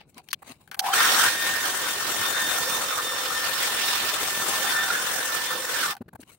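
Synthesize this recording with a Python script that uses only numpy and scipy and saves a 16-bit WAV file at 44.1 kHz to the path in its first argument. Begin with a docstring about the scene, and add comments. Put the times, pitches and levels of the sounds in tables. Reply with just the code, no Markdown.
"""Carpeted room, two microphone ports close by: a hand clicks a hair dryer on, sweeps it over plastic film,
clicks it off and puts it down. Shaped noise makes rush and film, gliding partials the fan's whine, struck
modes the clicks, damped sines the thuds, and brushing and faint room noise lie behind.
Time is hurried: short cross-faded snippets make rush and whine flicker and cut the tails of blows short."""
import sys
import numpy as np
from scipy import signal
from scipy.fft import rfft, irfft, next_fast_len
from scipy.io import wavfile
from scipy.ndimage import uniform_filter1d

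SR = 44100
rng = np.random.default_rng(int(sys.argv[2]) if len(sys.argv) > 2 else 0)


def rack_gain(trim_db):
    """Turn a fader trim in dB into the linear factor to multiply a signal by."""
    fader = np.asarray(trim_db, float)
    return 10 ** (fader / 20)


def int16_out(signal):
    """Quantize to a 16-bit WAV file."""
    q = np.round(np.clip(np.atleast_2d(signal).T, -1, 1) * 32767)
    wavfile.write(sys.argv[1], SR, q.astype(np.int16))


N = 281358

# air stream spinning up, sweeping about and spinning down: t/s, hiss level/dB, fizz over hiss/dB,
# howl over hiss/dB, howl centre f/Hz, left-right/dB
AIR = [(.805, -66, 4, 13, 905, 4), (.865, -42.5, 12, 11, 900, 5), (.918, -44.5, 10, 10, 1300, 3),
       (.94, -25.5, 3.5, 3, 1480, 2), (1.1, -26, 5.5, 1, 1350, 0), (1.2, -24.5, 4.5, 0, 1400, 0),
       (1.285, -26.5, 5, 3, 1520, 1.5), (1.315, -32, 4.5, -0.5, 1620, 0), (1.7, -32.5, 1, 0.5, 1550, 1.5),
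       (2.07, -32.5, 2.5, -4, 1320, 1.5), (2.4, -32.5, 1.5, -1.5, 1600, 4),
       (2.58, -31.5, 0.5, -1.5, 1490, 2.5), (2.72, -30, -1, -6, 1350, -2.5), (2.95, -35, 3, 6, 1230, 1),
       (3.2, -34, 2, -3, 1310, 1.5), (3.45, -34, 5, -2.5, 1360, 1), (3.85, -31.5, 4, -5.5, 1380, 0.5),
       (4.1, -33.5, 7, -2.5, 1270, 1.5), (4.35, -32.5, 0, -4, 1300, 2), (4.55, -30, 1.5, -12, 1190, 1.5),
       (4.63, -30.5, 0, -4, 1430, -1.5), (4.67, -32.5, 3.5, 3.5, 1470, 1), (5.03, -32, 1.5, 2.5, 1550, -1),
       (5.2, -32, 0.5, -1, 1570, 0.5), (5.35, -34, 2, -5, 1320, -1), (5.72, -35, 2.5, -1, 1570, 2.5),
       (5.83, -34, 6, 3, 1490, 1), (5.875, -36.5, 2.5, -7, 1350, 2.5), (5.915, -35, 7.5, 5.5, 1150, 4.5),
       (5.94, -63.5, 16, 14, 1100, -4), (5.98, -99, 4, 6, 1030, -2), (6.0, -105, 6, 9, 1040, -9)]
HZ, HOP = np.fft.rfftfreq(512, 1 / SR), 128  # bins and step of the short-time spectra
FRAME_S = np.arange(N // HOP + 5) * HOP / SR
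SNIPPET_S, SNIPPET_CENTRE_S = 1024 / SR, .0093  # one snippet, the middle of the first
SLOW_FLICKER_S = .05  # step of a slower chance flicker


def evened(x):
    """Scales a signal to an rms of 1."""
    return x / np.sqrt(np.mean(x ** 2) + 1e-20)


def read(points, hz=HZ):
    """Reads a curve at the given frequencies, straight over log frequency."""
    f, value = np.transpose(points)
    return np.interp(np.log(hz + 1), np.log(f + 1), value)


def columns(rows, t):
    """Interpolates each column after the first at the times t."""
    s, *rest = np.transpose(rows)
    return [np.interp(t, s, c) for c in rest]


def add(mix, s, sound, pan_db):
    """Lays a sound into the mix at s seconds, leaning left by pan_db."""
    part = mix[:, round(s * SR):][:, :sound.shape[-1]]
    part += sound[..., :part.shape[1]] * rack_gain(np.array([[.5], [-.5]]) * pan_db)


def band(shape_db):
    """Spectrum shape scaled to power 1, bins x frames."""
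    gain = rack_gain(shape_db.reshape(len(HZ), -1))
    return gain / np.sqrt((gain ** 2).mean(0))


def noise(magnitude, pan_db):
    """Two-port noise whose short-time spectrum follows the magnitude."""
    # how alike the two ports hear: f/Hz, likeness
    likeness = [(25, .6), (60, 0.79), (150, 0.99), (380, 0.88), (950, 0.56), (2380, 0.1), (5980, -0.17),
                (15000, 0.1)]
    # unequal microphone ports: f/Hz, left-right/dB
    port_lean = [(60, -0.5), (300, -0.5), (2400, -0.5), (5000, -6), (8500, 3.5), (12000, 4), (16000, -6)]
    a, b, c, d = rng.standard_normal((len(FRAME_S), len(HZ), 4)).T
    same = np.clip(read(likeness), -1, 1)[:, None]
    left = a + 1j * b
    right = same * left + np.sqrt(1 - same ** 2) * (c + 1j * d)
    white = np.sqrt(np.mean(signal.istft(left, nperseg=512, noverlap=384)[1] ** 2))
    lean_db = (read(port_lean)[:, None] + pan_db) / 2
    spectrum = np.array([left, right]) * magnitude * rack_gain([lean_db, -lean_db])
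    return signal.istft(spectrum, nperseg=512, noverlap=384)[1][:, :N] / white


def snippets(t, seconds, count):
    """Random values, one per stretch of the given seconds, cross-faded."""
    centres = SNIPPET_CENTRE_S + np.arange(400) * seconds
    return np.array(columns(np.c_[centres, rng.standard_normal((400, count))], t))


def patches(count):
    """Random blotches, count bins high and frames long."""
    field = rng.standard_normal((len(FRAME_S), len(HZ))).T
    return evened(uniform_filter1d(uniform_filter1d(field, count[0], 0), count[1], 1))


def joins():
    """Gain of noise that dips at every cross-fade, a steady rasp at the snippet rate."""
    t = np.arange(N) / SR
    join_loss = .4  # share of power lost midway through a cross-fade of unrelated noise
    return evened(np.sqrt(1 - join_loss * np.sin(np.pi * (t - SNIPPET_CENTRE_S) / SNIPPET_S) ** 2))


def air():
    """Hiss, fizz, howl, casing roar and film flutter: noise bands whose levels flicker with each snippet."""
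    # hiss spectrum: f/Hz, level/dB
    hiss_shape = [(4000, -36), (5500, 7.5), (6500, 8.5), (7300, 7), (8700, 8.5), (9600, 6.5), (10500, -5),
                  (12500, -6), (14500, 5.5), (15700, -3), (22000, -29)]
    # fizz spectrum: f/Hz, level/dB
    fizz_shape = [(100, -44), (900, -6.5), (1700, 0), (2300, -2), (3100, 0.5), (4300, -2.5), (5500, -6),
                  (7500, -17.5)]
    # casing roar spectrum: f/Hz, level/dB
    roar_shape = [(80, -42), (450, -12), (700, -24), (1000, 2), (1300, -2.5), (1700, -2), (2300, -18)]
    # film flutter spectrum: f/Hz, level/dB
    flutter_shape = [(25, -50), (60, -15), (110, 1.5), (170, -10.5), (300, -2.5), (460, -3), (580, -1),
                     (800, -3.5), (1100, -14.5)]
    usual_db, slack_max_db = -32, 20  # below this hiss level the roar holds up against the hiss
    roar_holds = 1  # share of the hiss's loss that the roar is spared
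    flutter_lags = .43  # share of a louder hiss that the film does not follow
    hiss_db, fizz_db, howl_db, howl_hz, pan_db = columns(AIR, FRAME_S)
    excess_db = np.maximum(hiss_db - usual_db, 0)
    slack_db = np.clip(usual_db - hiss_db, 0, slack_max_db)
    whole, drift, *parts = snippets(FRAME_S, SNIPPET_S, count=7)
    slow_flickers = snippets(FRAME_S, SLOW_FLICKER_S, count=5)
    off = np.log((HZ[:, None] + 1) / howl_hz) - 0.006 * drift
    howl = -20 * np.log10(1 + (off / 0.15) ** 2)
    # spectrum, level over the hiss in dB, spread in dB of the layer's slower chance flicker
    layers = [(read(hiss_shape), .1, .7),
              (read(fizz_shape), fizz_db, .7),
              (read(roar_shape), -2 + roar_holds * slack_db, 1.5),
              (howl, howl_db, 3.),
              (read(flutter_shape), -2.5 - flutter_lags * excess_db, 1.5)]
    power = 0
    for part, slow, (shape, db, spread_db) in zip(parts, slow_flickers, layers):
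        power = power + (band(shape) * rack_gain(db + 1.12 * part + spread_db * slow)) ** 2
    running = np.clip((FRAME_S - AIR[0][0]) / SNIPPET_S, 0, 1)
    level_db = hiss_db + 1.1 * whole + 1.62 * patches(count=(5, 12))  # flickers from snippet to snippet
    return noise(np.sqrt(power) * rack_gain(level_db) * running, pan_db + 2.4 * drift)


def rings():
    """Noise through two narrow resonances, stirred by the air stream and, before it starts, by clicks."""
    # moments when the barrel resonance speaks up: centre t/s, length/s, level/dB
    barrel_moments = [(.197, 0.032, -48.5), (.797, 0.011, -29), (.83, 0.069, -36.5), (.868, 0.12, -28.5),
                      (.91, 0.04, -31), (.94, 0.03, -33), (.98, 0.046, -38), (1.16, 0.28, -37.5),
                      (2.56, 0.15, -41), (3.83, 0.058, -45), (4.25, 0.14, -44), (4.52, 0.091, -44),
                      (4.67, 0.098, -36), (4.86, 0.11, -42), (5.03, 0.08, -55), (5.945, 0.08, -42)]
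    # moments when the lower hum speaks up: centre t/s, length/s, level/dB
    hum_moments = [(1.03, 0.086, -61), (1.28, 0.092, -42), (1.86, 0.21, -43.5), (2.65, 0.13, -46),
                   (3.1, 1.7, -42.5), (4.62, 0.055, -40), (4.92, 0.04, -52), (5.15, 0.6, -45),
                   (5.56, 0.2, -39), (5.72, 0.22, -41)]
    t, out = np.arange(N) / SR, np.zeros((2, N))
    # moments, level over the hiss in between in dB, centre Hz, width Hz
    for rows, db, hz, width_hz in [(barrel_moments, -15, 778, 115), (hum_moments, -25, 510, 60)]:
        a, b = rng.standard_normal((N, 2)).T
        peak = signal.iirpeak(hz, hz / width_hz, SR)
        level = rack_gain(db + columns(AIR, t)[0] + 4 * snippets(t, SLOW_FLICKER_S, count=1)[0])
        for s, length, d in rows:
            level += rack_gain(d) * np.cos(np.pi * np.clip((t - s) / length, -.5, .5))
        # both ports hear them nearly alike
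        once = signal.lfilter(*peak, [a + 0.66 * b, a - 0.15 * b])
        out += level * evened(signal.lfilter(*peak, once))
    return out


def whine():
    """Blade-rate partials; chance level and phase per snippet, partly unlike at the ports, make them flutter."""
    # partials of the fan blades: t/s, first, second and third partial rms level/dB
    partials = [(0.94, -31.0, -42.0, -55.0), (1.0, -27.0, -32.0, -38.0), (1.07, -32.0, -37.0, -35.0),
                (1.14, -31.0, -39.0, -38.0), (1.21, -38.0, -35.0, -44.0), (1.28, -31.0, -37.0, -44.0),
                (1.35, -38.0, -39.0, -55.0), (1.42, -29.0, -35.0, -47.0), (1.49, -28.0, -38.0, -52.0),
                (1.56, -32.0, -41.0, -52.0), (1.63, -35.0, -44.0, -51.0), (1.7, -38.0, -47.0, -58.0),
                (1.77, -37.0, -45.0, -60.0), (1.84, -38.0, -38.0, -46.0), (1.91, -37.0, -39.0, -58.0),
                (1.98, -35.0, -44.0, -50.0), (2.05, -39.0, -48.0, -52.0), (2.12, -41.0, -44.0, -46.0),
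                (2.19, -34.0, -41.0, -46.0), (2.26, -33.0, -36.0, -45.0), (2.33, -33.0, -37.0, -50.0),
                (2.4, -31.0, -35.0, -46.0), (2.47, -35.0, -31.0, -49.0), (2.54, -32.0, -37.0, -46.0),
                (2.61, -32.0, -40.0, -44.0), (2.67, -35.0, -35.0, -41.0), (2.74, -40.0, -37.0, -39.0),
                (2.81, -39.0, -40.0, -44.0), (2.88, -40.0, -38.0, -40.0), (2.95, -45.0, -37.0, -45.0),
                (3.02, -35.0, -41.0, -47.0), (3.09, -34.0, -38.0, -44.0), (3.16, -35.0, -41.0, -42.0),
                (3.23, -42.0, -42.0, -43.0), (3.3, -35.0, -43.0, -41.0), (3.37, -32.0, -41.0, -40.0),
                (3.44, -33.0, -48.0, -43.0), (3.51, -33.0, -44.0, -47.0), (3.58, -35.0, -39.0, -42.0),
                (3.65, -35.0, -47.0, -42.0), (3.72, -39.0, -37.0, -42.0), (3.79, -37.0, -38.0, -41.0),
                (3.86, -36.0, -38.0, -42.0), (3.93, -38.0, -38.0, -44.0), (4.0, -37.0, -38.0, -49.0),
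                (4.07, -34.0, -46.0, -51.0), (4.14, -39.0, -37.0, -47.0), (4.21, -38.0, -43.0, -56.0),
                (4.28, -40.0, -39.0, -48.0), (4.35, -35.0, -42.0, -60.0), (4.41, -35.0, -41.0, -51.0),
                (4.48, -43.0, -39.0, -48.0), (4.55, -37.0, -46.0, -59.0), (4.62, -36.0, -39.0, -47.0),
                (4.69, -36.0, -35.0, -51.0), (4.76, -28.0, -37.0, -46.0), (4.83, -27.0, -40.0, -47.0),
                (4.9, -42.0, -41.0, -54.0), (4.97, -45.0, -42.0, -50.0), (5.04, -41.0, -42.0, -52.0),
                (5.11, -42.0, -42.0, -47.0), (5.18, -43.0, -47.0, -49.0), (5.25, -34.0, -47.0, -47.0),
                (5.32, -36.0, -44.0, -47.0), (5.39, -37.0, -46.0, -50.0), (5.46, -38.0, -41.0, -55.0),
                (5.53, -33.0, -40.0, -49.0), (5.6, -41.0, -47.0, -49.0), (5.67, -40.0, -43.0, -51.0),
                (5.74, -36.0, -47.0, -50.0), (5.81, -39.0, -48.0, -49.0), (5.88, -37.0, -42.0, -48.0)]
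    # blade rate: t/s, f/Hz
    blade_rate = [(.93, 1800), (1.0, 1826), (1.1, 1836), (1.6, 1822), (2.4, 1810), (2.8, 1803), (3.8, 1797),
                  (4.1, 1789), (4.8, 1787), (5.94, 1783)]
    beading = .55  # chance part of a partial in each snippet, against its steady part
    # spread of chance changes in level and in left-right balance, and their step time
    waver_db, roam_db, waver_s = 1.2, 4., .04
    t, out = np.arange(N) / SR, np.zeros((2, N))
    cycles = np.cumsum(columns(blade_rate, t)[0]) / SR
    for k, db in enumerate(columns(partials, t), 1):
        swell, slip, apart = snippets(t, SNIPPET_S, count=3)
        waver, roam = snippets(t, waver_s, count=2)
        bead = evened(abs(1 + beading * (swell + 1j * slip)))
        phase = 2 * np.pi * k * cycles + np.arctan2(beading * slip, 1 + beading * swell)
        phase = phase + .25 * np.sqrt(k) * np.array([apart, -apart])
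        side_db = roam_db * roam / 2
        level = np.sqrt(2) * rack_gain(db + waver_db * waver + [side_db, -side_db])
        out += level * bead * np.sin(phase)
    return out * np.clip(np.minimum(t - partials[0][0], blade_rate[-1][0] - t) / .015, 0, 1)


def swells():
    """The howl briefly swells: short surges of one pitch, rising and falling alike."""
    # surges: centre t/s, peak level/dB, f/Hz, length/s
    surges = [(.937, -14, 1360, .016), (.935, -21, 3130, .022), (2.585, -23, 1390, .03),
              (4.907, -14, 1400, .016), (4.994, -22, 1500, .014), (5.762, -26, 1470, .02),
              (5.833, -25, 1550, .014), (5.862, -28, 1500, .012), (5.887, -24, 1150, .016)]
    out = np.zeros((2, N))
    for s, db, hz, length in surges:
        t = np.arange(0, length, 1 / SR)
        add(out, s - length / 2, rack_gain(db) * np.hanning(len(t)) * np.sin(2 * np.pi * hz * t), -1.5)
    return out


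def spins():
    """A rough tone gliding as the fan gathers and loses speed."""
    # one glide up, one down: t/s, f/Hz, level/dB
    glides = [
        [(.805, 763, -60), (.82, 776, -37), (.85, 857, -33), (.89, 993, -27), (.92, 1190, -38),
         (.935, 1290, -43)],
        [(5.88, 1200, -58), (5.9, 1110, -46), (5.925, 980, -44), (5.95, 870, -52), (5.98, 790, -62)],
    ]
    out = np.zeros((2, N))
    for rows in glides:
        t = np.arange(rows[0][0], rows[-1][0], 1 / SR)
        hz, db = columns(rows, t)
        rough = evened(uniform_filter1d(rng.standard_normal(len(t)), 250))
        add(out, t[0], rack_gain(db) * (1 + 0.95 * rough) * np.sin(2 * np.pi * np.cumsum(hz) / SR), 0)
    return out


def blows(rows, rise, rattle_db, tick_db, slope_db):
    """A blow rings the casing, most near its brightest pitch, and rattles on until the snippet ends."""
    # casing modes: f/Hz, level/dB, t60/s
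    modes = [(800, -5, 0.03), (1150, -5, 0.012), (1550, -2, 0.014), (2400, 2.5, 0.0034), (3150, 0, 0.0059),
             (4340, 2, 0.0034), (5900, 2.5, 0.0047)]
    out, t, lead = np.zeros((2, N)), np.arange(2000) / SR, .6 * rise
    draws = rng.standard_normal((len(rows), 2, len(t)))
    draws[:, 1] = 0.21 * draws[:, 0] + 0.53 * draws[:, 1]  # the ports hear related blows
    for (s, db, hz, length, pan_db), grit in zip(rows, draws):
        fade = np.clip((length - t) / .007, 0, 1)
        snap = rack_gain(-60 * t / .009)
        rattle = rack_gain(rattle_db - 60 * t / 0.13)
        strike = grit * (snap + rattle) * np.minimum(t / rise, 1)
        ring = np.zeros(len(t))
        for k, (f, d, t60) in enumerate(modes):
            mode_db = d - slope_db * abs(np.log2(f / hz)) - 60 * t / t60
            ring += (-1) ** k * rack_gain(mode_db) * np.sin(2 * np.pi * f * t)
        body = signal.fftconvolve(strike, ring[None], axes=1)[:, :len(t)]
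        # small parts tick high
        treble = signal.lfilter(*signal.iirpeak(9200, 1.3, SR), np.diff(strike, prepend=0))
        treble_db = tick_db - 0.5 * np.log2(hz / 2000)  # a brighter blow ticks a little less
        sound = body / abs(body).max() + rack_gain(treble_db) * treble / abs(treble).max()
        add(out, s - lead, rack_gain(db) * fade * sound, pan_db)
    return out


def clicks():
    """Sharp snaps of switch and casing: half a millisecond of rise and a faint rattle under each."""
    # snaps: t/s, level/dB, brightest f/Hz, snippet length/s, left-right/dB
    snaps = [(.144, -46, 5000, .01, 4), (.18, -30, 2600, .012, -5), (.287, -34, 3000, 0.012, 12),
             (.33, -10, 3000, 0.012, 3), (.676, -38, 1640, 0.028, 2), (.714, -24, 1590, 0.033, 1),
             (.744, -20.5, 1700, 0.016, -2), (.793, -5, 4220, 0.019, -10), (5.941, -29, 5500, 0.0048, 8),
             (5.951, -33, 1700, 0.0067, 12), (5.967, -32, 1600, 0.02, -6)]
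    return blows(snaps, rise=.0005, rattle_db=-13, tick_db=-4.0, slope_db=7.5)


def rattles():
    """Duller rattles of casing and cable that a snippet fades in over 12 ms."""
    # faded blows: t/s, level/dB, brightest f/Hz, snippet length/s, left-right/dB
    faded = [(.31, -27, 4400, 0.019, -4), (.339, -22, 3300, 0.017, 10), (.426, -28, 910, 0.018, -5),
             (.77, -35, 800, 0.032, 1), (.804, -31, 3000, 0.0079, -5), (6.017, -35, 1100, 0.019, 3),
             (6.087, -35, 1500, 0.016, 0), (6.136, -31, 800, 0.013, -1), (6.156, -29, 820, 0.017, -2),
             (6.207, -47, 4000, 0.016, 6), (6.232, -36, 2330, .016, 1)]
    return blows(faded, rise=.012, rattle_db=4, tick_db=-13, slope_db=12.)


def thuds():
    """Soft knocks on the carpet: a push, a quickly damped low ring and a dull puff, cut with the snippet."""
    # knocks: t/s, level/dB (9 dB is added for the slow push), f/Hz, t60/s
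    knocks = [(0.16, -37, 232, 0.14), (.328, -42, 420, 0.034), (0.498, -32.5, 264, 0.081),
              (6.007, -25, 237, 0.2), (6.059, -30, 72.7, 0.038), (6.079, -34, 171, 0.082),
              (6.129, -34.5, 199, 0.068), (6.144, -35, 99.6, 0.14), (6.192, -29, 255, 0.066),
              (6.228, -38, 316, 0.066)]
    out, t = np.zeros((2, N)), np.arange(2000) / SR
    shape = (1 - np.exp(-t / 0.01)) ** 2 * np.clip((.026 - t) / 0.02, 0, 1)
    for (s, db, hz, t60), grit in zip(knocks, rng.standard_normal((len(knocks), len(t)))):
        puff = evened(uniform_filter1d(uniform_filter1d(grit, 40), 40))
        knock = np.sin(2 * np.pi * hz * t) + 0.54 * puff
        add(out, s - .003, rack_gain(db + 9.0 - 60 * t / t60) * shape * knock, 1.5)
    return out


def background():
    """The room's quiet hum and the brushing of cloth and film, both noise, the brushing grainy in time."""
    # brushing strokes: loudest t/s, level/dB, rise/s, fall/s, treble over the rest/dB
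    strokes = [(.014, -50.5, 0.041, 0.057, -26), (.098, -65.5, 0.044, 0.046, 4.5),
               (0.184, -46.5, 0.068, .055, -10), (.243, -70, .03, 0.047, 4), (.28, -58, 0.019, .01, -8),
               (.395, -64, 0.026, 0.095, -4), (.478, -44, 0.036, 0.13, -5), (.515, -50, 0.17, 0.058, -8.5),
               (.615, -55.5, 0.052, 0.065, -5), (.65, -66.5, 0.15, 0.075, 0), (5.99, -66, .03, 0.024, -13),
               (6.215, -54, 0.03, 0.028, 5.5), (6.299, -54.5, 0.1, 0.077, -2),
               (6.33, -59.5, 0.043, 0.078, 4)]
    # brushing spectrum: f/Hz, level/dB
    brush_shape = [(500, -2), (800, 2), (1100, 0.5), (1450, -2.5), (1800, -7), (2200, 1), (2800, 0),
                   (3400, -10), (4000, 0), (6000, -20), (7500, -29)]
    # its bass: f/Hz, level/dB
    bass_shape = [(40, -4), (120, -15), (300, 1), (550, -5), (900, -41)]
    # its treble: f/Hz, level/dB
    top_shape = [(4500, -14), (6500, -5), (9000, -1.5), (11000, -10), (16000, -9)]
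    # room hum spectrum: f/Hz, level/dB
    room_shape = [(15, -44), (25, 26.5), (405, 3.5), (1370, -17), (2110, -30), (2550, -32), (4030, -28),
                  (6210, -39), (8140, -51), (16000, -52)]
    stir_db, stir_top_db = -85, -13  # the faint stir between strokes, its treble over that
    drop_db = 34  # fall of a stroke over its rise or fall time
    flicker_db, grain_db = 2.8 * snippets(FRAME_S, SNIPPET_S, count=2)
    level, top = rack_gain(stir_db), rack_gain(stir_db + stir_top_db)
    for s, db, rise, fall, top_db in strokes:
        away = np.maximum((s - FRAME_S) / rise, (FRAME_S - s) / fall)
        stroke = rack_gain(db - drop_db * away ** 1.02)
        level, top = np.hypot(level, stroke), np.hypot(top, stroke * rack_gain(top_db))
    body = np.hypot(band(read(brush_shape)), band(read(bass_shape)) * rack_gain(-13.5))
    streak_db = 4 * patches(count=(2, 14))  # folds of film ring briefly at chance pitches
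    brush = np.hypot(body * level, band(read(top_shape)) * top) * rack_gain(grain_db + streak_db)
    # small contacts within a stroke, about 3 ms each
    contacts = rack_gain(2. * evened(uniform_filter1d(rng.standard_normal(N), round(.003 * SR))))
    room = noise(band(read(room_shape)) * rack_gain(-59 + flicker_db), 1.5)
    return noise(brush, 7) * evened(contacts) + room


def scene():
    """All sources at the two ports."""
    dryer = (air() + rings()) * joins() + whine() + swells() + spins()
    return dryer + clicks() + rattles() + thuds() + background() * joins()


def top_cut(x):
    """Nothing passes above the cut-off."""
    return signal.sosfilt(signal.butter(12, 17070, fs=SR, output="sos"), x)


def record(dry):
    """Microphone colour and band limit, as one gain curve over the whole spectrum."""
    # microphone and band limit: f/Hz, level/dB
    response = [(20, -21.5), (60, -10), (110, -3.5), (15500, -0.5), (15750, 8.5), (15900, -17),
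                (16450, -50), (16600, -86), (22050, -96)]
    size = next_fast_len(N)
    gain = rack_gain(read(response, np.fft.rfftfreq(size, 1 / SR)))
    coloured = irfft(rfft(dry, size) * gain, size)[:, :N]
    return top_cut(coloured)


dry = scene()
out = record(dry)
int16_out(out)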